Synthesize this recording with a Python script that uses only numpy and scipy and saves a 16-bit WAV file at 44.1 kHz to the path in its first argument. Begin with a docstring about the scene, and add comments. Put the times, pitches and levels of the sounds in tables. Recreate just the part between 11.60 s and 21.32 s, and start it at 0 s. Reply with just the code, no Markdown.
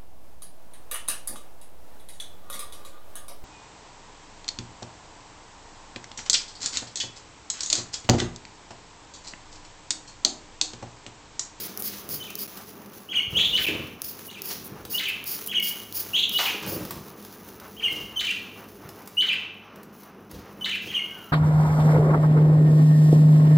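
"""Budgerigars in a wire cage on a tiled porch; bare walls ring after each call, over an outdoor hum.
For the first 5 s a trigger spray bottle close by snaps, creaks and hisses mist over fluttering wings.
From 0.6 s the birds chirrup, then tweet and screech: whistles that a fluttering membrane makes rasp.
Near 5 s something hard clacks twice further off. Claws tick on the bars; rustle and background sink
around 8 s, then return as the birds call again. At 9.5 s a far bird whistles one falling note."""
import sys
import numpy as np
from scipy import signal
from scipy.fft import rfft, irfft, next_fast_len
from scipy.io import wavfile
from scipy.ndimage import uniform_filter1d, map_coordinates

SR = 44100
rng = np.random.default_rng(int(sys.argv[2]) if len(sys.argv) > 2 else 0)


def inscribe(sig):
    """Save sig as 16-bit PCM at rate SR to the path in sys.argv[1].

    A 1-D sig is mono; a 2-D sig holds one channel per row.
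    Samples are clipped to [-1, 1] before scaling.
    """
    pcm = np.round(np.clip(np.atleast_2d(sig).T, -1, 1) * 32767)
    wavfile.write(sys.argv[1], SR, pcm.astype(np.int16))


N = 428652

# fine crackle of droplets, feet and feathers (frequency [Hz], density [dB])
CRACKLE_SPECTRUM = [(2940, -6.5), (5000, -6), (6170, -3), (6780, -6.5), (8320, -17.5), (11000, -2),
                    (13400, -9.5), (15200, 6), (16200, -24), (16500, -39)]


def amp(db):
    return 10 ** (np.asarray(db) / 20)


def unit(x):
    return x / np.sqrt(np.mean(x ** 2) + 1e-20)


def along(points, hz):
    """Interpolate (Hz, value) points on a log frequency axis."""
    point_hz, values = np.transpose(points)
    return np.interp(np.log(hz + 1), np.log(point_hz + 1), values)


def clock(length_s):
    return np.arange(max(int(length_s * SR), 8)) / SR


def wobble(rate_hz, size):
    """Smooth random curve, rate_hz knots a second."""
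    knots = rng.standard_normal(8192)
    return map_coordinates(knots, [np.arange(size) * rate_hz / SR], mode="wrap")


def add(track, start_s, sound):
    i = round(start_s * SR)
    part = sound[max(-i, 0):max(N - i, 0)]
    track[max(i, 0):max(i, 0) + len(part)] += part


def noise(spectrum):
    """Coloured noise, rms 1."""
    size = next_fast_len(N)
    gain = amp(along(spectrum, np.fft.rfftfreq(size, 1 / SR)))
    return unit(irfft(rfft(rng.standard_normal(size)) * gain, size)[:N])


def coloured(x, spectrum, size=1024):
    """x through a minimum-phase body of unit energy."""
    cepstrum = irfft(np.log(amp(along(spectrum, np.fft.rfftfreq(size, 1 / SR)))))
    cepstrum[1:size // 2] *= 2
    cepstrum[size // 2 + 1:] = 0
    body = irfft(np.exp(rfft(cepstrum)))
    return signal.fftconvolve(x, body / np.linalg.norm(body))[:N]


def swell(t, length_s, rise_s, fall_s):
    """Rise, hold until length_s, decay."""
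    attack = np.sin(np.pi / 2 * np.clip(t / rise_s, 0, 1)) ** 2
    return attack * np.exp(-np.maximum(t - length_s, 0) / fall_s)


def contour_db():
    """Slow level curve per sample, lowest around 8 s."""
    # (time [s], level [dB])
    contour = [(0, -52.5), (3.0, -56.5), (5.6, -50.5), (6.7, -52), (7.2, -54.5), (7.72, -57.5), (7.92, -68),
               (8.65, -65.5), (9.05, -57.5), (9.7, -52.5)]
    return np.interp(np.arange(N) / SR, *np.transpose(contour))


def syrinx(gesture, buzz_hz, swing_hz, overtone_db, bite_db=14):
    """A whistle that membrane flutter swings and chops into a rasp.
    Gesture rows: (time [s], pitch [Hz], level [dB], roughness [0-1])."""
    times, *curves = np.transpose(gesture)
    times = np.maximum.accumulate(times - times[0])
    t = clock(times[-1])
    hz, db, rough = (uniform_filter1d(np.interp(t, times, curve), size=128) for curve in curves)
    flutter = 2 * np.pi * np.cumsum(buzz_hz * (1 + 0.218 * wobble(220, len(t)))) / SR
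    hz = hz * (1 + 0.0041 * wobble(248.7, len(t)))
    swing = np.sin(flutter) + 0.524 * wobble(1100, len(t))
    hz = np.abs(hz + rough * swing_hz * swing)
    # throat and beak resonances (frequency [Hz], gain [dB])
    throat = [(1200, -7.5), (2000, 7), (3000, 4.5), (4400, 5), (5500, -15), (6000, -7), (6550, 4.5),
              (7600, -16.5), (8900, -3.5), (10500, -17), (12300, -6), (13600, -20), (15000, 3),
              (16500, -25)]
    harmonic = np.arange(1, 6)[:, None]
    overtones_db = (harmonic > 1) * (overtone_db + bite_db * rough - 3 * (harmonic - 3))
    gain = amp(along(throat, harmonic * hz) + overtones_db)
    phase = 2 * np.pi * np.cumsum(hz) / SR
    tone = np.sum(gain * np.sin(harmonic * phase), axis=0) / np.linalg.norm(gain, axis=0)
    edges = np.clip(np.minimum(t, t[-1] - t) / 0.0016, 0, 1)
    chop = 1 + 0.56 * rough * np.cos(flutter)
    return np.sqrt(2) * amp(db) * edges * tone * chop


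def chirrups():
    """A level whistle flicks up, drops into a low rasp, then swoops from the top and hooks."""
    # (start [s], whistle length [s], rasp length [s], whistle start [Hz], whistle end [Hz],
    #  whistle [dB], rasp [dB], hook [dB], overtones [dB])
    calls = [(0.597, 0.029, 0.034, 3136, 3000, -39, -45.5, -44.5, -10),
             (1.926, .037, 0.072, 2792, 3050, -20.5, -28.5, -25, -20),
             (2.673, 0.026, 0.041, 3020, 2800, -45, -45.5, -44, -8.5),
             (3.336, 0.045, 0.069, 2747, 3000, -27.5, -29.5, -27.5, -19.5),
             (4.735, 0.037, 0.077, 2850, 2950, -24.5, -29, -26, -18),
             (6.559, .035, .068, 3190, 2980, -25, -30, -26, -15.5),
             (7.569, 0.038, 0.075, 2790, 3050, -18.5, -32, -23, -23),
             (9.01, 0.033, 0.064, 3063, 2980, -28, -29.5, -28.5, -20.5)]
    out = np.zeros(N)
    for s, whistle_s, rasp_s, first_hz, last_hz, whistle_db, rasp_db, hook_db, overtone_db in calls:
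        rasp_at = s + whistle_s
        hook_at = rasp_at + rasp_s
        gesture = [
            (s, first_hz, whistle_db - 13, 0),
            (s + 0.013, (first_hz + last_hz) / 2, whistle_db, 0),
            (rasp_at - 0.003, last_hz, whistle_db, 0),
            # flick
            (rasp_at, last_hz, whistle_db - 1.5, 0.05),
            (rasp_at + 0.00412, 3700, rasp_db + 5, 0.1),
            (rasp_at + 0.01074, 4700, rasp_db - 12.5, 0.3),
            (rasp_at + 0.014, 3600, rasp_db + 3.5, 1),
            # low rasp
            (rasp_at + 0.018, 2200, rasp_db - 1.5, 0.6),
            (rasp_at + 0.42 * rasp_s, 1950, rasp_db - 6, 0.8),
            (rasp_at + 0.62 * rasp_s, 1550, rasp_db - 12.5, 0.8),
            (hook_at - 0.01, 2700, rasp_db - 2, 1),
            # swoop and hook
            (hook_at, 4400, hook_db - 18.5, 0.3),
            (hook_at + 0.008, 3150, hook_db + 2, 0.1),
            (hook_at + 0.016, 2550, hook_db - 2.5, 0.1),
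            (hook_at + 0.02626, 2300, hook_db - 5.5, 0.15),
            (hook_at + 0.044, 2750, hook_db, 0.3),
            (hook_at + 0.052, 2500, hook_db - 4, 0.8),
            (hook_at + 0.058, 1700, hook_db - 14.5, 0.6),
            (hook_at + 0.068, 1350, hook_db - 23, 0.3)]
        call = syrinx(gesture, buzz_hz=476.8, swing_hz=548, overtone_db=overtone_db)
        add(out, s, porch(call, wet_db=-2))
    return out


def tweets():
    """A soft pitch arch, a rough dip, then a loud arch that holds briefly and drops."""
    # (start [s], second arch start [s], top pitch [Hz], first arch [dB], second arch [dB])
    calls = [(1.488, 1.548, 3305, -31.5, -21.5), (3.882, 3.945, 3303, -31, -22),
             (6.166, 6.23, 3218, -39.5, -22), (9.272, 9.341, 3262, -35.5, -23.5)]
    out = np.zeros(N)
    for s, second_at, top_hz, first_db, second_db in calls:
        gesture = [
            (s, 0.87 * top_hz, first_db - 6, 0),
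            (s + 0.0148, top_hz, first_db - 7.5, 0),
            (s + 0.029, top_hz, first_db - 8, 0),
            (s + 0.032, top_hz, first_db + 4.5, 0.05),
            (s + 0.043, 0.75 * top_hz, first_db - 5, 0.4),
            (second_at - 0.01, 0.51 * top_hz, first_db - 8, 1),
            (second_at, 0.88 * top_hz, second_db - 6.5, 0.1),
            (second_at + 0.0117, top_hz, second_db - 1.5, 0.05),
            (second_at + 0.02007, 0.9 * top_hz, second_db, 0.1),
            (second_at + 0.0386, 0.86 * top_hz, second_db, 0.18),
            (second_at + 0.051, 0.84 * top_hz, second_db - 23, 0.2),
            (second_at + 0.051, 0.67 * top_hz, second_db - 5, 0.05),
            (second_at + 0.066, 0.653 * top_hz, second_db - 17.5, 0.05)]
        call = syrinx(gesture, buzz_hz=450, swing_hz=544, overtone_db=-22)
        add(out, s, porch(call, wet_db=-2.5))
    return out


def screeches():
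    """A rising whistle breaks into a buzz that surges twice and fades."""
    # (start [s], length [s], pitch [Hz], level [dB])
    calls = [(1.751, 0.129, 3408, -21), (4.533, 0.156, 3376, -22.5)]
    out = np.zeros(N)
    for s, length_s, hz, db in calls:
        gesture = [
            (s, 0.8 * hz, db - 7, 0),
            (s + 0.01217, 0.88 * hz, db, 0.05),
            (s + 0.029, hz, db + 2.5, 0.15),
            (s + 0.042, 0.88 * hz, db - 5, 1),
            (s + 0.064, 1.02 * hz, db + 2.5, 0.35),
            (s + 0.083, 0.96 * hz, db - 14.5, 0.9),
            (s + 0.108, 0.98 * hz, db + 3.5, 0.35),
            (s + length_s, 1.1 * hz, db - 41, 0.8)]
        call = syrinx(gesture, buzz_hz=423, swing_hz=685, overtone_db=-22, bite_db=7.5)
        add(out, s, porch(call, wet_db=-3))
    return out


def spray():
    """Each pump builds a jet of mist that stops short; droplets patter on after it."""
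    # trigger pumps (start [s], length [s], level [dB])
    pumps = [(-.04, 0.1, -35), (0.216, 0.079, -31), (0.483, 0.09, -32), (0.768, 0.086, -33.5),
             (1.988, 0.098, -34.5), (2.42, 0.11, -35.5), (2.825, 0.14, -35), (3.289, 0.098, -31),
             (3.647, 0.14, -31.5), (4.013, 0.11, -29), (4.326, 0.11, -31), (4.701, 0.22, -35.5),
             (5.058, 0.12, -34)]
    # jet, nozzle resonance near 5 kHz (frequency [Hz], density [dB])
    jet_spectrum = [(800, -40), (1500, -16), (3000, -11.5), (4000, -11.5), (4650, 0), (5300, -.5),
                    (5900, -7.5), (6600, -4.5), (8100, -17), (9600, -5), (11500, -0.5), (13600, -2),
                    (15200, 10), (16000, -15), (16500, -47)]
    jet, patter = np.zeros(N), np.zeros(N)
    for s, length_s, db in pumps:
        t = clock(length_s + 0.6)
        add(jet, s, amp(db) * swell(t, 0.77 * length_s, rise_s=0.031, fall_s=0.024))
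        add(patter, s, amp(db - 5.5) * swell(t, length_s, rise_s=0.23, fall_s=0.084))
    sputter = amp(1.3 * wobble(130, N) + 1.2 * wobble(900, N))
    droplets = unit(amp(3.6 * wobble(800, N)))
    mist = jet * sputter * noise(jet_spectrum) + patter * droplets * noise(CRACKLE_SPECTRUM)
    return porch(mist, wet_db=-15)[:N]


def trigger(slip_hz=440):
    """The plastic lever snaps close by; its piston creaks by stick-slip."""
    # lever snaps (time [s], relative level [dB])
    lever_snaps = [(0.174, -12), (0.2221, -9), (0.49, -16), (0.7535, -12.5), (2.418, -9.5), (2.819, -12.5),
                   (3.6406, -20), (3.8412, -23), (4, -16), (4.3246, -16.5), (4.6932, -14.5)]
    # piston creaks (start [s], length [s], relative level [dB])
    piston_creaks = [(0.046, 0.029, -32), (0.189, 0.03, -28.5), (.955, .035, -43), (2.03, 0.03, -41),
                     (2.644, 0.046, -38), (3.039, 0.043, -36), (3.479, 0.02, -32.5), (3.856, 0.034, -27)]
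    # resonances of each part (frequency [Hz], gain [dB])
    lever_body = [(300, -17), (2000, -16), (4800, -3), (6500, -1), (8000, -13), (11000, 2.5), (15000, 4),
                  (16800, -6.5)]
    piston_body = [(300, -41), (2500, -19), (4800, -14), (8000, -14), (11000, -1.5), (15200, -1),
                   (16000, -5), (16600, -34)]
    snaps, creaks = np.zeros(N), np.zeros(N)
    t = clock(0.02)
    decay = np.exp(-t / 0.0006) + 0.088 * np.exp(-t / 0.0073)
    for s, db in lever_snaps:
        add(snaps, s + 0.00077, amp(db - 22.5) * unit(rng.standard_normal(len(t)) * decay))
    for s, length_s, db in piston_creaks:
        t = clock(length_s)
        cycles = np.cumsum(slip_hz * (1 + 0.06 * wobble(90, len(t)))) / SR
        slips = np.diff(np.floor(cycles), prepend=0)
        strength = np.sin(np.pi * t / length_s) * amp(4.8 * wobble(270, len(t)))
        add(creaks, s, amp(db - 7) * unit(slips * strength))
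    return porch(coloured(snaps, lever_body) + coloured(creaks, piston_body), wet_db=-12)[:N]


def wings(beat_hz=21):
    """Each downstroke pushes air and rustles feathers; landings bump the cage."""
    # wingbeat bursts (start [s], length [s], air [dB], rustle [dB])
    flutters = [(-.06, 0.17, -52, -44.5), (0.279, 0.092, -54, -44.5), (0.437, 0.16, -47, -59),
                (1.716, 0.11, -42, -51), (1.893, 0.21, -46, -47), (2.046, 0.21, -40, -62),
                (2.897, 0.041, -63, -36.5), (3.098, 0.31, -52, -66), (5.016, 0.24, -38, -56),
                (5.219, 0.2, -49.5, -56), (6.258, 0.21, -50, -50.5), (8.692, 0.13, -47, -56.5),
                (9.212, 0.11, -50, -51)]
    # soft bumps (time [s], pitch [Hz], level [dB])
    landings = [(1.679, 70, -31), (1.729, 126, -25.5), (1.764, 434, -27.5), (2.085, 390, -20.5),
                (3.119, 129, -31), (4.943, 390, -28), (7.251, 129, -32)]
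    # pushed air and feather rustle (frequency [Hz], density [dB])
    push_spectrum = [(30, -29), (70, 0.5), (160, 5.5), (400, 3), (650, -6), (1500, -15), (5000, -30),
                     (15000, -39)]
    rustle_spectrum = [(300, -9), (1200, -1.5), (2300, -0.5), (4000, 3), (6200, 3.5), (7800, -8),
                       (12000, -3), (15800, 2), (16500, -35)]
    push, rustle, bumps = np.zeros((3, N))
    for s, length_s, air_db, rustle_db in flutters:
        t = clock(length_s)
        arch = np.abs(np.sin(np.pi * t / length_s)) ** 0.5
        beats = unit(amp(3.8 * np.sin(2 * np.pi * beat_hz * t)) * arch)
        add(push, s, amp(air_db) * beats)
        add(rustle, s, amp(rustle_db) * beats)
    t = clock(0.15)
    impact = swell(t, 0.0026, rise_s=0.0038, fall_s=0.0046)
    for s, hz, db in landings:
        add(bumps, s, amp(db) * np.sin(2 * np.pi * hz * t) * impact)
    return porch(push * noise(push_spectrum) + rustle * noise(rustle_spectrum) + bumps, wet_db=-4)[:N]


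def cage_ticks(faint_count=45):
    """Claws and beaks strike the bars: clear ticks, and faint random ones along the level contour."""
    # strikes (time [s], relative level [dB])
    clear_ticks = [(0.7026, -28.5), (0.8781, -35), (0.9733, -28.5), (2.9434, -42), (3.2512, -26.5),
                   (4.2183, -37), (5.027, -31), (5.0634, -28), (5.251, -27.5), (5.3079, -21),
                   (5.649, -33.5), (6.327, -29), (7.0873, -42), (7.2901, -31.5), (7.4745, -30),
                   (8.1589, -41), (8.2317, -38.5), (8.4331, -39), (8.7136, -33)]
    # wire bar resonances (frequency [Hz], gain [dB])
    bars = [(200, -1), (1200, 5), (2500, -4), (5000, 0), (8000, -6.5), (12000, 1), (15500, 2), (16700, -25)]
    force, t = np.zeros(N), clock(0.052)
    decay = np.exp(-t / 0.0028) + 0.37 * np.exp(-t / 0.012)
    faint_samples = rng.integers(N, size=faint_count)
    faint_db = contour_db()[faint_samples] + 12 + 3 * rng.standard_normal(faint_count)
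    for s, db in [*clear_ticks, *zip(faint_samples / SR, faint_db)]:
        add(force, s, amp(db - 18.5) * unit(rng.standard_normal(len(t)) * decay))
    return porch(coloured(force, bars), wet_db=-4.5)[:N]


def scrabbling(rise_s=0.016, fall_s=0.039):
    """Feet and feathers keep up a fine crackle, louder when a bird climbs."""
    # climbing bouts (start [s], length [s], relative level [dB])
    bouts = [(.34, 0.064, -42), (0.897, .24, -45), (1.326, 0.051, -45), (1.697, 0.22, -44),
             (2.562, 0.085, -40.5), (4.48, 0.1, -38), (4.856, 0.044, -42), (5.296, 0.039, -50),
             (7.5, 0.2, -60), (8.323, 0.13, -50)]
    effort = amp(contour_db() - 1)
    for s, length_s, db in bouts:
        add(effort, s, amp(db - 8) * swell(clock(length_s + 6 * fall_s), length_s, rise_s, fall_s))
    grain = amp(2.1 * wobble(35, N) + 2.5 * wobble(450, N))
    return effort * unit(grain * noise(CRACKLE_SPECTRUM))


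def clacks():
    """Hard knocks some way off, answered by the walls."""
    # (time [s], level [dB])
    knocks = [(4.788, -26), (5.029, -40.5)]
    # struck object (frequency [Hz], density [dB])
    knock_spectrum = [(200, -14), (550, -2), (850, 7.5), (1300, 4), (1900, 2), (4000, -1), (6500, -3.5),
                      (9000, -20), (15000, -29)]
    blows, t = np.zeros(N), clock(0.4)
    for s, db in knocks:
        add(blows, s, amp(db) * swell(t, 0.0053, rise_s=0.002, fall_s=0.052))
    return porch(blows * noise(knock_spectrum), wet_db=-3)[:N]


def far_bird():
    """One thin, distant falling whistle."""
    # (time [s], pitch [Hz], level [dB], roughness [0-1])
    gesture = [(9.498, 1610, -63, 0.1), (9.56, 1530, -48, 0), (9.621, 1395, -61, 0), (9.68, 1330, -50, 0.1)]
    out = np.zeros(N)
    call = syrinx(gesture, buzz_hz=0, swing_hz=0, overtone_db=-27)
    add(out, gesture[0][0], porch(call, wet_db=-5))
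    return out


def draughts():
    """Stirred air rumbles on the microphone."""
    # (start [s], length [s], level [dB])
    puffs = [(1.658, 0.39, -50), (2.10, 0.36, -58), (3.118, 0.17, -52), (5.077, 0.36, -55),
             (5.816, 0.82, -58.5), (8.715, 0.12, -50), (9.23, 0.082, -52)]
    # air rumble (frequency [Hz], density [dB])
    rumble_spectrum = [(20, -26), (38, -8), (50, 7), (75, 3), (120, -6), (250, -16), (800, -55),
                       (4000, -110)]
    flow = np.zeros(N)
    for s, length_s, db in puffs:
        add(flow, s, amp(db) * swell(clock(2 * length_s), length_s, rise_s=0.026, fall_s=0.02))
    return flow * amp(1.3 * wobble(24, N)) * noise(rumble_spectrum)


def surroundings():
    """Outdoor hum, murk and hiss; the hiss and murk sink slightly around 8 s, then return."""
    # wavering hum (frequency [Hz], level [dB])
    hum_tones = [(56.5, -69.5), (100, -64), (149, -65.5), (200, -60), (225, -70), (437, -64.5)]
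    # outdoor noise (frequency [Hz], density [dB])
    murk_spectrum = [(15, -51), (25, -40), (40, -23), (69, -21), (96, -0.5), (144, -8), (168, 0),
                     (198, 4.5), (248, 1), (366, 0.5), (389, 3), (565, -8.5), (900, -14.5), (1170, -49),
                     (1980, -120)]
    hiss_spectrum = [(290, -10), (500, 2.5), (1150, 7), (2010, -3), (2920, -5.5), (3180, -11),
                     (4410, -17.5), (6110, -13), (6900, -39), (9000, -46.5), (11700, -57), (19800, -120)]
    t = np.arange(N) / SR
    offset_db = contour_db() - contour_db().mean()
    drift_rad = 1.13 * wobble(7, N)
    hum = sum(amp(db + 4.5 * wobble(4.6, N)) * np.sqrt(2) * np.sin(2 * np.pi * hz * t + drift_rad)
              for hz, db in hum_tones)
    murk = amp(-49.5 + 0.14 * offset_db + 1.6 * wobble(13, N)) * noise(murk_spectrum)
    hiss = amp(-53 + 0.11 * offset_db + 3 * wobble(15, N)) * noise(hiss_spectrum)
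    return hum + murk + hiss


def porch(x, wet_db, early_db=-7):
    """Direct sound, eight near reflections and the tail of the walls."""
    # wall reverberation (frequency [Hz], T60 [s])
    walls = [(150, 0.71), (1000, 0.68), (2800, 0.68), (6000, 0.63), (10000, 0.33), (16000, 0.28)]
    hz, t, bins = signal.stft(rng.standard_normal(int(SR * 0.8)), SR, nperseg=256)
    decay = amp(-60 * t / along(walls, hz)[:, None])
    tail = signal.istft(bins * decay, SR, nperseg=256)[1]
    tail *= np.clip(np.arange(len(tail)) / SR / 0.0046, 0, 1)
    response = amp(wet_db) * tail / np.linalg.norm(tail)
    taps = (rng.uniform(0.002014, 0.025, size=8) * SR).astype(int)
    response[taps] += amp(wet_db + early_db) * unit(rng.standard_normal(len(taps))) / np.sqrt(len(taps))
    response[0] = 1
    return signal.fftconvolve(x, response)


def scene():
    """All sources at one microphone, the same in both channels."""
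    birds = chirrups() + tweets() + screeches() + far_bird() + wings() + cage_ticks() + scrabbling()
    mono = birds + spray() + trigger() + clacks() + draughts() + surroundings()
    return np.array([mono, mono])


def record(dry, low_cut_hz=42, top_hz=16900):
    """The level dips briefly twice; deepest bass and highest treble are cut."""
    # level dips (time [s], half width [s])
    dips = [(.872, 0.0037), (2.062, 0.0041)]
    t = np.arange(N) / SR
    gain = np.prod([1 - 0.9 * np.exp(-((t - s) / half_s) ** 4) for s, half_s in dips], axis=0)
    size = next_fast_len(N + SR // 2)
    hz = np.fft.rfftfreq(size, 1 / SR)
    band = hz ** 2 / np.hypot(hz ** 2, low_cut_hz ** 2) * (hz < top_hz)
    return irfft(rfft(dry * gain, size) * band, size)[:, :N]


dry = scene()
out = record(dry)
inscribe(out)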